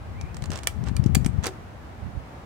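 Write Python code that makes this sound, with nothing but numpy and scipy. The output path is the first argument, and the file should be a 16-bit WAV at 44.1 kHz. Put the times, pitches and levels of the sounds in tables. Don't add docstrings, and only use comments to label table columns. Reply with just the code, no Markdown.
import sys
import numpy as np
from scipy import signal
from scipy.fft import rfft, irfft
from scipy.io import wavfile
from scipy.ndimage import uniform_filter1d

SR = 44100
rng = np.random.default_rng(int(sys.argv[2]) if len(sys.argv) > 2 else 0)


def bounce(signal):
    frames = np.transpose(np.atleast_2d(signal))
    limited = np.clip(frames, -1, 1)
    pcm = np.round(limited * 32767).astype(np.int16)
    wavfile.write(sys.argv[1], SR, pcm)


N = 108045

# t/s, level/dB, treble tilt/(dB per octave), f/Hz, left minus right/dB, box knock/dB
PAWL_HITS = [(0.671, -15, 0.35, 3200, -1.5, -62), (0.9655, -31, 0, 4340, -7, -61),
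             (1.148, -21.5, 3, 11300, 3, -49), (1.1515, -17.5, 0, 7060, -3, -38),
             (1.2612, -27, -1, 8100, -4, -43), (1.4674, -23.5, 0.5, 5060, -2, -32)]
# f/Hz, level/dB
PAWL_TONE = [(200, -26), (600, 11), (1100, 3.5), (3000, 9.5), (4000, 3), (9200, 6), (10500, -3),
             (16000, -5)]
def pawl():
    out = np.zeros((2, N))
    for start, db, tilt, hz, pan, _ in PAWL_HITS:
        clack = contact(start, db, hz, PAWL_TONE, 0.00057, decay_s=0.0015, tilt_db=tilt, ring_db=-16.5)
        out += panned(clack, pan)
    return out


# f/Hz, level/dB, time to fade by 60 dB/s
PLATE_NOTES = [(1352, -1, 0.12), (1804, 9.5, 0.022), (2320, 7, 0.052), (2392, 10.5, 0.038),
               (3000, -15, .03), (3390, -2.5, 0.025), (4726, 14, 0.02), (5900, 10, 0.01),
               (7040, -8, 0.0074), (8200, 12.5, 0.0054), (9280, 15.5, 0.0078), (12230, 18, 0.0034)]
def contact(start, db, part_hz, tone, attack_s, decay_s=0.0013, tilt_db=0, ring_db=-np.inf):
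    size, lead = 8192, 128
    t = np.arange(size) / SR
    hz = np.arange(size // 2 + 1) * SR / size + 1
    rise = (1 - np.exp(-t / attack_s)) ** 2
    chatter = undb(-25) * np.exp(-t / 0.014)
    envelope = rise * (np.exp(-t / decay_s) + chatter)
    burst = rfft(stereo_noise(size) * envelope)
    burst /= np.sqrt(uniform_filter1d(np.abs(burst) ** 2, size=200, axis=1) + 1e-12)
    notes = [(f, level + 3 * rng.standard_normal(), fade) for f, level, fade in PLATE_NOTES]
    tone_hz, tone_db = np.array(tone, float).T
    body = unit(undb(np.interp(np.log(hz), np.log(tone_hz), tone_db)))
    body = body + undb(ring_db) * unit(rfft(ring(notes), size))
    part = undb(6 * np.exp(-(np.log2(hz / part_hz) / 0.16) ** 2))
    tilt = undb(tilt_db * np.log2(np.maximum(hz, 500) / 4000))
    hit = np.roll(irfft(burst * body * part * tilt), lead, axis=1)
    hit = unit(hit) * np.sqrt(0.003 * SR / size) * undb(db)
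    return np.pad(hit, ((0, 0), (int(start * SR) - lead, N)))[:, :N]


# t/s, level/dB, f/Hz
TOOTH_HITS = [(0.2113, -37, 5700), (0.344, -41, 5800), (0.3674, -36.5, 7900), (.422, -37, 3560),
              (0.4388, -34.5, 4200), (0.457, -38, 6860), (0.5034, -34.5, 7000), (0.517, -31, 5500),
              (0.533, -35, 5700), (0.5568, -31.5, 5600), (0.5744, -35.5, 7200), (0.588, -34, 2980),
              (0.633, -34, 9100), (0.64, -42, 3200), (0.8386, -43, 6000), (0.885, -37, 4230),
              (1.039, -37, 5330), (1.062, -37.5, 6100), (1.246, -32.5, 5550)]
# f/Hz, level/dB
TOOTH_TONE = [(300, 5.5), (900, 5.5), (3700, -2), (8800, -5.5), (10500, -16.5), (16000, -20)]
def ratchet():
    ticks = sum(contact(start, db, hz, TOOTH_TONE, attack_s=0.0006) for start, db, hz in TOOTH_HITS)
    return panned(ticks, pan_db=-5.5)


# t/s, level/dB
GEAR_RATTLE = [(1.4363, -34), (1.4409, -27.5), (1.4473, -40), (1.4568, -27), (1.4635, -31), (1.4745, -34.5),
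               (1.488, -41)]
def gears():
    hits = sum(contact(start, db, part_hz=6400, tone=TOOTH_TONE, attack_s=0.00053)
               for start, db in GEAR_RATTLE)
    return panned(hits, pan_db=-5.5)


# t/s, rise/s, hold/s, fall/s, level/dB
CLOTH_RUBS = [(0.514, 0.012, 0.04, 0.053, -40.5), (0.849, 0.026, 0.012, 0.02, -41),
              (1.422, 0.025, 0.029, 0.022, -33)]
# f/Hz, level/dB
CLOTH_TONE = [(200, -1.5), (600, 3), (1900, -2.5), (8500, -19.5), (11500, -36)]
def curtain(catches_per_s=2000, spread_db=0.5):
    effort = sum(undb(db) * np.interp(times(), start + np.cumsum([0, rise, hold, fall]), [0, 1, 1, 0])
                 for start, rise, hold, fall, db in CLOTH_RUBS)
    catches = rng.random(N) < catches_per_s / SR
    strength = undb(spread_db * np.minimum(rng.exponential(size=N), 4))
    rustle = colour(stereo_noise(N) * catches * strength, gain_at(CLOTH_TONE))
    return panned(unit(rustle) * effort, pan_db=-5.5)


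# f/Hz, level/dB, time to fade by 60 dB/s
BOX_NOTES = [(338, -7.5, 0.26), (379, 0.5, 0.24), (460, 7.5, 0.039), (749, -3.5, 0.12),
             (1480, -11.5, 0.078)]
def box():
    knock = ring(BOX_NOTES)
    return sum(undb(db) * np.pad(knock, (int(start * SR), N))[:N] for start, *_, db in PAWL_HITS)


# t/s, f/Hz, level/dB
SQUEAK_PATH = [(.12, 1973, -61), (.168, 2050, -57), (.195, 2354, -51), (0.321, 2440, -57)]
def squeak():
    when, hz, db = np.array(SQUEAK_PATH).T
    t = times()
    wobble = unit(uniform_filter1d(rng.standard_normal(N), size=200))
    pitch = np.interp(t, when, hz) * (1 + 0.0524 * wobble)
    loudness = undb(np.interp(t, when, db, left=-np.inf, right=-np.inf))
    return np.sin(2 * np.pi * np.cumsum(pitch) / SR) * loudness


# t/s, level/dB
LEFT_GUSTS = [(0, -41.5), (.13, -33), (.39, -34), (.51, -25), (.6, -39.5), (.74, -32), (.78, -23.5),
              (.94, -23), (1.12, -16), (1.38, -24.5), (1.56, -44), (2.45, -50.5)]
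RIGHT_GUSTS = [(0, -40.5), (1.95, -50), (2.06, -25), (2.13, -44), (2.173, -21), (2.26, -63), (2.45, -50)]
# f/Hz, level/dB
WIND_TONE = [(25, -67.5), (45, 0.5), (90, 4), (220, -11), (400, -29.5), (8000, -86)]
# t/s, peak level/dB, f/Hz
SWIRLS = [(0.24, -18.5, 73), (.426, -17.5, 80), (0.5, -19.5, 163), (0.837, -22, 171), (.886, -22, 161),
          (.916, -17, 136), (0.9987, -6.5, 86), (1.0619, -4.5, 155), (1.170, -3.5, 120),
          (1.2644, -5.5, 131), (1.389, -10, 81)]
def wind():
    t = times()
    churn = colour(rng.standard_normal((2, N)), gain_at(WIND_TONE))
    churn /= np.sqrt(uniform_filter1d(churn ** 2, size=2600, axis=1))
    out = churn * undb([np.interp(t, *np.array(gusts).T) for gusts in (LEFT_GUSTS, RIGHT_GUSTS)])
    for centre, db, hz in SWIRLS:
        phase = 2 * np.pi * hz * (t - centre)
        out[0] += undb(db) * phase * np.exp((1 - phase ** 2) / 2)
    return out


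def fence_echo(x, delay_s=0.0038, decay_s=0.045, level_db=-22.5):
    t = times()[:SR // 2]
    late = np.maximum(t - delay_s, 0)
    tail = rng.standard_normal((2, len(t))) * (late > 0) * np.exp(-late / decay_s)
    tail = undb(level_db) * unit(tail) / np.sqrt(len(t))
    return x + signal.fftconvolve(x, tail, axes=1)[:, :N]


# f/Hz, level/dB
WASH_TONE = [(30, -19), (55, 0.5), (90, 0.5), (150, -8.5), (400, -15), (800, -14), (2000, -24.5),
             (3200, -33), (10500, -47), (15000, -51)]
def distant_wash(level_db=-40.5, flicker_db=0.5, alike_below_hz=433):
    hz = np.arange(N + 1) * SR / (2 * N)
    share = 0.99 / (1 + (hz / alike_below_hz) ** 4)
    noise = rfft(rng.standard_normal((3, 2 * N)))
    both_sides = np.sqrt(share) * noise[0] + np.sqrt(1 - share) * noise[1:]
    wash = unit(irfft(both_sides * gain_at(WASH_TONE))[:, :N])
    flicker = unit(uniform_filter1d(uniform_filter1d(rng.standard_normal(N), size=3000), size=3000))
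    return wash * undb(level_db - flicker_db * flicker)


# f/Hz, level/dB
SIDE_BALANCE = [(2300, 5), (7500, -5), (9200, -3.5), (13000, 7)]
def microphone(camera):
    balance = np.sqrt(gain_at(SIDE_BALANCE))
    left = np.roll(colour(camera[0], balance), 1)
    right = colour(camera[1], 1 / balance)
    return np.array([left, right])


def undb(db):
    return 10 ** (np.asarray(db) / 20)


def unit(x):
    return x / np.sqrt(np.mean(x ** 2) + 1e-30)


def times():
    return np.arange(N) / SR


def gain_at(points):
    hz, db = np.array(points, float).T
    return undb(np.interp(np.log(np.arange(N + 1) * SR / (2 * N) + 1), np.log(hz), db))


def colour(x, gain):
    cepstrum = irfft(np.log(gain + 1e-9))
    cepstrum[1:N] *= 2
    cepstrum[N + 1:] = 0
    return irfft(rfft(x, 2 * N) * np.exp(rfft(cepstrum)))[..., :N]


def ring(notes):
    t = times()[:SR // 2]
    return sum(undb(db) * np.sin(2 * np.pi * hz * t) * np.exp(-np.log(1000) * t / fade_s)
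               for hz, db, fade_s in notes)


def panned(x, pan_db):
    return x * undb(np.array([[pan_db], [-pan_db]]) / 2)


def stereo_noise(size, share=0.31):
    noise = rng.standard_normal((3, size))
    return np.sqrt(share) * noise[0] + np.sqrt(1 - share) * noise[1:]


def scene():
    camera = ratchet() + pawl() + gears() + curtain() + box() + squeak()
    return microphone(fence_echo(camera)) + wind() + distant_wash()


def record(dry, low_hz=37.5, top_hz=16000):
    dry = signal.sosfiltfilt(signal.butter(2, low_hz, "high", fs=SR, output="sos"), dry)
    return signal.sosfilt(signal.ellip(8, .2, 80, top_hz, fs=SR, output="sos"), dry)


dry = scene()
out = record(dry)
bounce(out)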